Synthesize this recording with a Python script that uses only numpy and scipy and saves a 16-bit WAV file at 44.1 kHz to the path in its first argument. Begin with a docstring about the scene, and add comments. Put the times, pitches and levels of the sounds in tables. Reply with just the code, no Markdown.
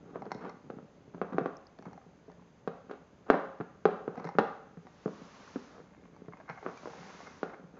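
"""Puppy gnawing a bone

A puppy chews a big knuckle bone on a wooden floor in a small, echoing room. The bone rocks,
knocks and slides, making the boards ring. Teeth click, scrape and splinter it, while paws and
jaw bump it softly. Twice a smooth hiss swells and fades."""
import sys
import numpy as np
from scipy import signal
from scipy.fft import rfft, irfft
from scipy.io import wavfile

SR = 44100
rng = np.random.default_rng(int(sys.argv[2]) if len(sys.argv) > 2 else 0)


def wav_record(signal):
    """Record a signal, one row per channel, as 16-bit PCM in the file named by sys.argv[1]."""
    frames = np.transpose(np.atleast_2d(signal))
    bounded = np.clip(frames, -1, 1)
    # unit amplitude maps onto the largest positive 16-bit level
    quanta = np.round(bounded * 32767).astype(np.int16)
    wavfile.write(sys.argv[1], SR, quanta)


N = 343539

# Tones of bone and boards together: pitch_hz, level_db, ring_s (time to fade by 60 dB)
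BONE_TONES = [(205.8, -23.5, 0.21), (280, -4, 0.027), (430, -0.1, 0.039), (512, -2.5, 0.022),
              (722, 2, 0.014), (1198, 11.5, 0.0053), (1530, -19.5, 0.025), (2160, -12, 0.0084),
              (2490, -9.5, 0.011), (3150, -8, 0.0053), (3780, -13, 0.017), (3630, 20, 0.00021)]
# Bare bone hitting the floor: start_s, level_db, hardness_hz (higher is sharper), crunch_db, pitch_ratio
BONE_KNOCKS = [(0.1574, -38.5, 750, -37, 0.88), (0.7012, -40, 640, -25, 1.04),
               (0.7863, -48.5, 800, -39, 1.03), (1.2154, -30, 850, -25.5, 1),
               (1.3829, -25.5, 800, -25, 0.99), (1.4589, -31, 750, -26, 0.98),
               (2.6754, -31.5, 700, -21, 1.01), (2.9117, -40.5, 720, -16.5, 1),
               (3.3009, -16.5, 950, -21, 1.036), (3.332, -32.5, 700, -32, 1.73),
               (3.342, -27.5, 750, -39, 1.36), (3.8544, -17.5, 740, -23.5, 1),
               (4.3856, -18.5, 1005, -16.5, 1.065), (4.4, -31, 700, -40, 0.82),
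               (5.0792, -40, 644, -37, 0.84), (6.6632, -35.5, 1300, -37, 0.92),
               (6.8567, -42, 1050, -29, 0.82), (6.873, -43, 700, -34, 1.08), (7.4307, -31, 850, -19, 1.03)]

def knocks():
    """The bone drops on the boards and both ring; how it is held shifts the pitch."""
    return blows(BONE_KNOCKS, BONE_TONES, BONE_TONES, crunch_s=0.0078, crunch_hz=3650,
                 chatter_s=0.00908, chatter_db=-10.5, chatter_hz=1500,
                 edge_hz=2630, gain_db=2.5, order=2)


# The floor bending under a slow, heavy push: pitch_hz, level_db, ring_s
FLOOR_TONES = [(170.8, -7, 0.046)]
# Padded bumps of paws and jaw: start_s, level_db, hardness_hz, crunch_db
SOFT_BUMPS = [(0.2645, -38.5, 550, -11), (0.318, -43, 168, -33), (0.35, -34.5, 290, -41),
              (0.6635, -44, 201, -35), (0.768, -38, 197, -32), (0.981, -52, 170, -36),
              (1.078, -40.5, 167, -45), (1.1448, -37, 180, -30), (1.323, -36, 280, -17),
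              (1.3435, -29, 260, -27.5), (1.4102, -29, 310, -22), (1.8645, -35.5, 159, -26),
              (2.0637, -47, 265, -31), (2.2808, -43.5, 395, -25), (2.8958, -40.5, 352, -7.5),
              (3.6009, -30, 197, -22.5), (3.6083, -32, 417, -7), (4.0782, -27, 516, -15),
              (4.178, -38.5, 300, -16.5), (4.251, -31, 250, -21), (4.3513, -34.5, 318, -16),
              (4.771, -38.5, 170, -26.5), (5.0585, -24, 340, -24.5), (5.216, -43, 300, -22),
              (5.5582, -28, 305, -19), (5.8009, -47.5, 400, -12), (6.2823, -36.5, 220, -28.5),
              (6.496, -40, 150, -26), (6.992, -41.5, 169, -37), (7.637, -43.5, 205, -23)]

def bumps():
    """Paws and jaw push the bone against the boards with a soft thud and a dull crunch."""
    contacts = [(*bump, 1) for bump in SOFT_BUMPS]   # pitch ratio 1
    return blows(contacts, FLOOR_TONES + BONE_TONES, BONE_TONES, crunch_s=0.0078, crunch_hz=1550,
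                 chatter_s=0.01157, chatter_db=-8, chatter_hz=900,
                 edge_hz=9200, gain_db=-2.5, order=3)


# Tones of a tooth hitting bone: pitch_hz, level_db, ring_s
TOOTH_TONES = [(476, -2, 0.0083), (800, 5.5, 0.043), (940, 18.5, 0.0032), (1500, 1, 0.0022),
               (2030, -2, 0.059)]
# The thin ring of splintering bone: pitch_hz, level_db, ring_s
SPLINTER_TONES = [(2114, -2, 0.05), (4330, 2.5, 0.0066), (5470, 4.5, 0.006), (5840, -8.5, .005)]
# Teeth snapping over the bone: start_s, level_db, hardness_hz, crunch_db, pitch_ratio
TOOTH_SNAPS = [(.2205, -31, 750, -20, 0.99), (.2544, -38, 900, -11, 0.8), (.3172, -25, 1270, -5, 0.99),
               (.3462, -39.5, 900, 2, 0.93), (.451, -35, 710, -26, 1.23), (.4945, -40, 1070, 0.5, 1),
               (1.146, -39, 800, -21, 0.79), (1.788, -42.5, 1600, 0, 0.82), (1.8245, -44.5, 1600, -4, 1.04),
               (1.8545, -38.5, 1100, -12, 1.05), (1.884, -49, 900, -12, 1.5), (1.911, -48, 900, -14, 1),
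               (1.9314, -41.5, 940, -9, 1.02), (1.977, -40, 900, -16, 1), (2.014, -53, 1200, -16, 1.5),
               (2.283, -47, 700, -22, 0.83), (2.299, -45, 700, -20, 0.98), (2.317, -55, 1500, 3, 0.84),
               (2.422, -51, 900, -17, 1.07), (4.156, -40, 1100, -10, 1.15), (4.177, -32, 800, -22, 0.98),
               (4.1975, -36.5, 1100, -8, 1.06), (4.2435, -33, 1100, -5, 0.95), (4.2505, -44, 1100, 2, 1.14),
               (4.272, -32.5, 1350, -11, 0.88), (4.2895, -29.5, 1220, -9, 1),
               (4.8688, -41.5, 1300, -11, 0.93), (6.164, -47.5, 1003, -7, 1.07),
               (6.2832, -43.5, 750, -18, 0.86), (6.371, -47, 1910, -7, 1.2), (6.4008, -41, 1300, -14, 0.79),
               (6.4974, -30.5, 2400, -9, .96), (6.628, -36.5, 900, -20.5, 0.97),
               (6.774, -45, 3000, 12, 1.1), (6.8326, -40, 900, -23, 0.76), (6.9005, -43, 1200, -16, 1),
               (6.9345, -38.5, 800, -17, 1.1), (7.102, -45.5, 1290, -18, 0.81),
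               (7.204, -38.5, 900, -18, 0.89)]

def teeth():
    """A tooth slips off a ridge and clacks on the bone, which splinters with a sharp snap."""
    return blows(TOOTH_SNAPS, TOOTH_TONES, SPLINTER_TONES, crunch_s=0.0028, crunch_hz=5800,
                 chatter_s=0.00475, chatter_db=-6.0, chatter_hz=3000,
                 edge_hz=2700, gain_db=-9.5, order=2)


# Tones of a tooth's edge on the spongy end of the bone: pitch_hz, level_db, ring_s
GRATING_TONES = [(790, 5.5, 0.013), (1100, 3.5, 0.011), (1500, 13.5, 0.0027), (1850, -6.5, 0.0069),
                 (2113, 1.5, 0.052)]
# Strokes of the teeth: middle_s, length_s, level_db
TOOTH_RASPS = [(.311, 0.012, -49), (4.27, 0.11, -60), (6.332, 0.025, -46), (6.409, 0.015, -55.5),
               (6.503, 0.042, -42), (6.53, 0.17, -57.5), (6.58, 0.015, -50.5), (6.645, 0.025, -51),
               (7.105, 0.025, -49), (7.21, 0.034, -52), (7.275, 0.049, -49), (7.49, 0.041, -50),
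               (7.54, 0.014, -42)]

def rasps():
    """Teeth drag over the rough bone and grate."""
    return scraping(TOOTH_RASPS, GRATING_TONES, slips_per_s=390, spread_db=3.0, edge_hz=1800, order=6)


# Slides across the floor: middle_s, length_s, level_db
BONE_SLIDES = [(.1, 0.15, -57.5), (.16, 0.044, -46), (.195, 0.013, -51), (.455, 0.15, -43),
               (1.14, 0.0082, -52), (1.18, 0.018, -49), (1.335, 0.03, -40), (1.372, 0.025, -45),
               (2.93, 0.09, -46.5), (3.293, 0.079, -45), (4.22, 0.31, -49), (5.77, 0.14, -54.5),
               (6.68, 0.11, -43.5), (6.96, 0.096, -55), (7.215, 0.04, -62), (7.28, 0.023, -52),
               (7.538, 0.019, -46), (7.775, 0.11, -55)]

def slides():
    """The bone rubs along the boards with a dull scrape."""
    return scraping(BONE_SLIDES, BONE_TONES, slips_per_s=570, spread_db=-0.5, edge_hz=940)


# Hard bites: middle_s, length_s, level_db
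HARD_BITES = [(.325, 0.043, -59), (4.185, 0.065, -64.5), (4.275, 0.1, -60.5), (6.505, 0.047, -60)]

def crunches():
    """The bone's crust gives way in a quick run of tiny cracks."""
    return scraping(HARD_BITES, SPLINTER_TONES, slips_per_s=600, spread_db=3.0, edge_hz=3400)


# Spells of nibbling: middle_s, length_s, level_db
NIBBLE_SPELLS = [(2.15, 0.88, -92), (6.05, 0.85, -70), (7.05, 0.41, -59.5)]

def nibbles():
    """Teeth catch lightly on the bone in small, uneven ticks."""
    return scraping(NIBBLE_SPELLS, GRATING_TONES, slips_per_s=63, spread_db=2.5, edge_hz=1420)


# Small wet crumbs splitting off: start_s, peak_db, pitch_hz
WET_CRUMBS = [(1.568, -47, 5840), (1.668, -49.5, 4860), (2.392, -56, 1100), (5.475, -44.5, 1250)]

def crumbs(snap_s=0.00094, width_octaves=0.45):
    """A wet crumb parts with a thin tick that lasts a few milliseconds."""
    out, t = np.zeros(N), np.arange(SR // 20) / SR
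    half_width = 2 ** (width_octaves / 2)
    for start_s, peak_db, pitch_hz in WET_CRUMBS:
        burst = rng.standard_normal(len(t)) * t * np.exp(-t / snap_s)
        tick = band_pass(burst, pitch_hz / half_width, pitch_hz * half_width, order=4)
        add(out, start_s, from_db(peak_db) * tick / np.abs(tick).max())
    return out


# Spells of restless shifting: middle_s, length_s, level_db
RESTLESS_SPELLS = [(.27, 0.91, -54.5), (.72, 0.21, -51.5), (1.87, 0.34, -57), (4.22, 0.23, -53),
                   (6.5, 3, -62.5)]

def shifting(resting_db=-63, soft_hz=137):
    """Never quite still, paws and jaw keep nudging the bone against the boards."""
    nudges = low_pass(grains(per_s=76, spread_db=3.0), soft_hz)
    return (from_db(resting_db) + effort(RESTLESS_SPELLS)) * rms_one(ring(nudges, BONE_TONES))


def low_thump(start_s=3.301, peak_db=-38, top_hz=60):
    """A faint, very deep thump sounds under the loudest knock."""
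    out, thump = np.zeros(N), low_pass(signal.unit_impulse(SR // 5), top_hz)
    add(out, start_s, from_db(peak_db) * thump / thump.max())
    return out


def blows(contacts, tones, crunch_tones, crunch_s, crunch_hz, chatter_s, chatter_db, chatter_hz,
          edge_hz, gain_db, order):
    """Each contact is a rattling push, longer when soft, plus a crunch; gain_db shifts every level."""
    out = np.zeros(N)
    for start_s, level_db, hardness_hz, crunch_db, pitch_ratio in contacts:
        touches = rattle(chatter_s, chatter_db, chatter_hz)
        push = low_pass(touches, hardness_hz, order)
        rounded_push = low_pass(push, edge_hz, order=4)
        crunch = from_db(crunch_db) * low_pass(grit(crunch_s), crunch_hz, order=3)
        sound = ring(rounded_push, tones, pitch_ratio) + ring(crunch, crunch_tones, pitch_ratio)
        sound *= np.sqrt(SR // 100) / np.linalg.norm(sound)   # the energy of 10 ms at strength 1
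        add(out, start_s, from_db(level_db + gain_db) * sound)
    return out


def rattle(chatter_s, chatter_db, chatter_hz, count=4):
    """One touch, then a few weaker, duller ones as the surfaces settle on each other."""
    touches = np.zeros(SR // 5)
    when, strength = rng.random((2, count))
    after_s = chatter_s * (.15 + when)
    sizes = from_db(chatter_db) * (.5 + strength) * (1 - when / 2)
    np.add.at(touches, (after_s * SR).astype(int), sizes)
    return signal.unit_impulse(len(touches)) + low_pass(touches, chatter_hz)


def grit(length_s):
    """A brief crackle, about equally strong at all pitches."""
    fading = np.exp(-np.arange(SR // 5) / SR / length_s)
    spectrum = rfft(rng.standard_normal(len(fading)) * fading)
    burst = irfft(spectrum / np.abs(spectrum), len(fading)) * np.sqrt(fading)
    return burst / np.linalg.norm(burst)


def hollow(x, dip_hz=900, width_hz=62, depth=0.64):
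    """Bone and boards partly cancel each other near one pitch, which makes the knocks hollow."""
    return x - depth * band_pass(x, dip_hz - width_hz / 2, dip_hz + width_hz / 2, order=1)


def scraping(strokes, tones, slips_per_s, spread_db, edge_hz, order=2):
    """A dragged surface catches and slips, and each slip makes it ring."""
    slips = low_pass(grains(slips_per_s, spread_db), edge_hz, order)
    return effort(strokes) * rms_one(ring(slips, tones))


def grains(per_s, spread_db):
    """Tiny taps of uneven size at random times."""
    sizes = from_db(spread_db * np.minimum(rng.exponential(1, N), 4))
    signs = rng.choice([-1, 1], N)
    return sizes * signs * (rng.random(N) < per_s / SR)


def effort(strokes):
    """Each stroke builds and relaxes in a bell shape."""
    t = np.arange(N) / SR
    return sum(from_db(level_db) * np.exp(-8 * ((t - middle_s) / length_s) ** 2)
               for middle_s, length_s, level_db in strokes)


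def ring(force, tones, pitch_ratio=1):
    """A push sets an object shaking at its own tones, each fading at its own rate."""
    out = 0
    for pitch_hz, level_db, ring_s in tones:
        decay = from_db(-60 / (ring_s * SR))
        angle = 2 * np.pi * pitch_hz * pitch_ratio / SR
        feedback = [1, -2 * decay * np.cos(angle), decay * decay]
        out = out + from_db(level_db) * signal.lfilter([1, 0, -1], feedback, force + 1e-18)
    return out


# Tones that linger between the walls (standing waves): pitch_hz, level_db, ring_s
ROOM_TONES = [(173.7, 1.5, 0.31), (236.3, -20.5, 0.037), (385.4, 1, 0.14), (463.5, 1.5, 0.2),
              (495, -7, 0.33), (539, -13, 0.78), (720, -16, 0.2), (900, -22.5, 0.33), (1250, -17, 0.2),
              (1536, -26.5, 0.26)]
# Strength of the echoes from low to high: pitch_hz, level_db
ECHO_COLOUR = [(110, -32.5), (175, -4), (300, -7), (500, -8.5), (800, 0), (1200, -3), (2000, -1.5),
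               (4000, -2.5), (7000, -5)]
# How long the echoes last: pitch_hz, ring_s
ECHO_LENGTHS = [(100, 0.92), (250, 0.34), (500, 0.59), (1200, 0.61), (3000, 0.58), (7000, 0.7)]

def room(x, first_echo_s=0.006, build_s=0.00062, echo_db=-4.0, tones_db=-65.5, patterns=4):
    """Wall echoes blur into a fading tail, and the room's own tones ring within it."""
    t = np.arange(SR * 2 // 3) / SR
    edges_hz, tails = np.geomspace(70, 9000, 15), 0
    for low, high in zip(edges_hz, edges_hz[1:]):
        hz = np.sqrt(low * high)
        band = band_pass(rng.standard_normal((patterns, len(t))), low, high, order=2)
        band *= from_db(-60 * t / at_hz(ECHO_LENGTHS, hz)) * (1 - np.exp(-t / build_s))
        band /= np.linalg.norm(band, axis=1, keepdims=True)
        tails = tails + band * np.sqrt(2 * (high - low) / SR) * from_db(at_hz(ECHO_COLOUR, hz))
    # the bone keeps moving, so the pattern of echoes changes every half second
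    place = np.arange(N) // (SR // 2) % patterns
    echoes = sum(signal.oaconvolve(x * (place == k), tail)[:N] for k, tail in enumerate(tails))
    out = np.zeros(N)
    add(out, first_echo_s, from_db(echo_db) * echoes + from_db(tones_db) * ring(x, ROOM_TONES))
    return out


# Strength of the hiss from low to high: pitch_hz, level_db
HISS_COLOUR = [(150, -21), (250, -24), (386, -1), (453, -3.5), (731, -6), (870, -2.5), (1160, -2),
               (3260, -15), (6440, -15.5), (7230, -23), (8000, -48), (10400, -98), (17600, -120)]
# Swells of hiss: loudest_s, level_db
HISS_SWELLS = [(5.469, -57), (7.134, -54.5)]

def hiss(rise_s=0.84, fall_s=0.54):
    """Smooth noise swells slowly and fades a little faster."""
    t, loudness = np.arange(N) / SR, 0
    for loudest_s, level_db in HISS_SWELLS:
        ramp = np.interp(t, [loudest_s - rise_s, loudest_s, loudest_s + fall_s], [0, 1, 0])
        loudness = loudness + from_db(level_db) * np.sin(np.pi / 2 * ramp) ** 2
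    return loudness * coloured_noise(HISS_COLOUR)


# Strength of the room's background noise from low to high: pitch_hz, level_db
QUIET_COLOUR = [(15, -53), (25, -11), (60, 3.5), (172, 6.5), (308, 3), (382, 1), (523, -0.5), (576, 5),
                (650, -2), (1590, -9.5), (2830, -17), (4380, -22), (4940, -21), (5710, -25.5), (6280, -17),
                (8000, -33), (10400, -72.5), (17600, -120)]

def quiet_room(level_db=-62):
    """A faint, low rush fills the room."""
    return from_db(level_db) * coloured_noise(QUIET_COLOUR)


def coloured_noise(colour):
    """Steady noise with a given balance of low and high pitches."""
    hz = np.maximum(np.fft.rfftfreq(N, 1 / SR), 1)
    spectrum = rfft(rng.standard_normal(N)) * from_db(at_hz(colour, hz))
    return rms_one(irfft(spectrum, N))


def from_db(db):
    """Turns decibels into a multiplier."""
    return 10 ** (np.asarray(db) / 20)


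def rms_one(x):
    """Scales a sound to an average strength (rms) of 1."""
    return x / np.sqrt(np.mean(x ** 2) + 1e-20)


def at_hz(table, hz):
    """Reads a table at any pitch, gliding between its rows."""
    pitches_hz, values = np.array(table).T
    return np.interp(np.log(hz), np.log(pitches_hz), values)


def add(out, start_s, sound):
    """Mixes a sound in at its time."""
    at = max(0, round(start_s * SR))
    out[at:at + len(sound)] += sound[:max(0, N - at)]


def low_pass(x, hz, order=2):
    """Dulls a sound above a pitch; a higher order cuts more steeply."""
    return signal.sosfilt(signal.butter(order, hz, fs=SR, output="sos"), x)


def band_pass(x, low_hz, high_hz, order):
    """Keeps the part of a sound between two pitches."""
    return signal.sosfilt(signal.butter(order, [low_hz, high_hz], "band", fs=SR, output="sos"), x)


def scene():
    """Everything the puppy does is heard directly; all but the tiny crumbs also echo."""
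    knocking, bumping, snapping = hollow(knocks()), bumps(), teeth()
    small_sounds = rasps() + slides() + shifting() + nibbles() + crunches()
    direct = knocking + bumping + snapping + small_sounds + crumbs()
    to_walls = from_db(-2.0) * knocking + from_db(-0.7) * bumping
    to_walls += from_db(-2.5) * (snapping + small_sounds)
    # the same knocks with a fresh random rattle, sent only to the room for smoother echoes
    knock_echoes = from_db(-4.0) * knocks()
    echoes = room(to_walls) + room(knock_echoes)
    # cut the deep bass from the gnawing and its echoes
    bass_cut = signal.butter(5, 140, "high", fs=SR, output="sos")
    gnawing = signal.sosfilt(bass_cut, direct + echoes)
    return (gnawing + low_thump() + quiet_room() + hiss())[None]


def record(dry):
    """A small microphone cuts off the highest pitches steeply."""
    return low_pass(dry, hz=7300, order=16)


dry = scene()
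out = record(dry)
wav_record(out)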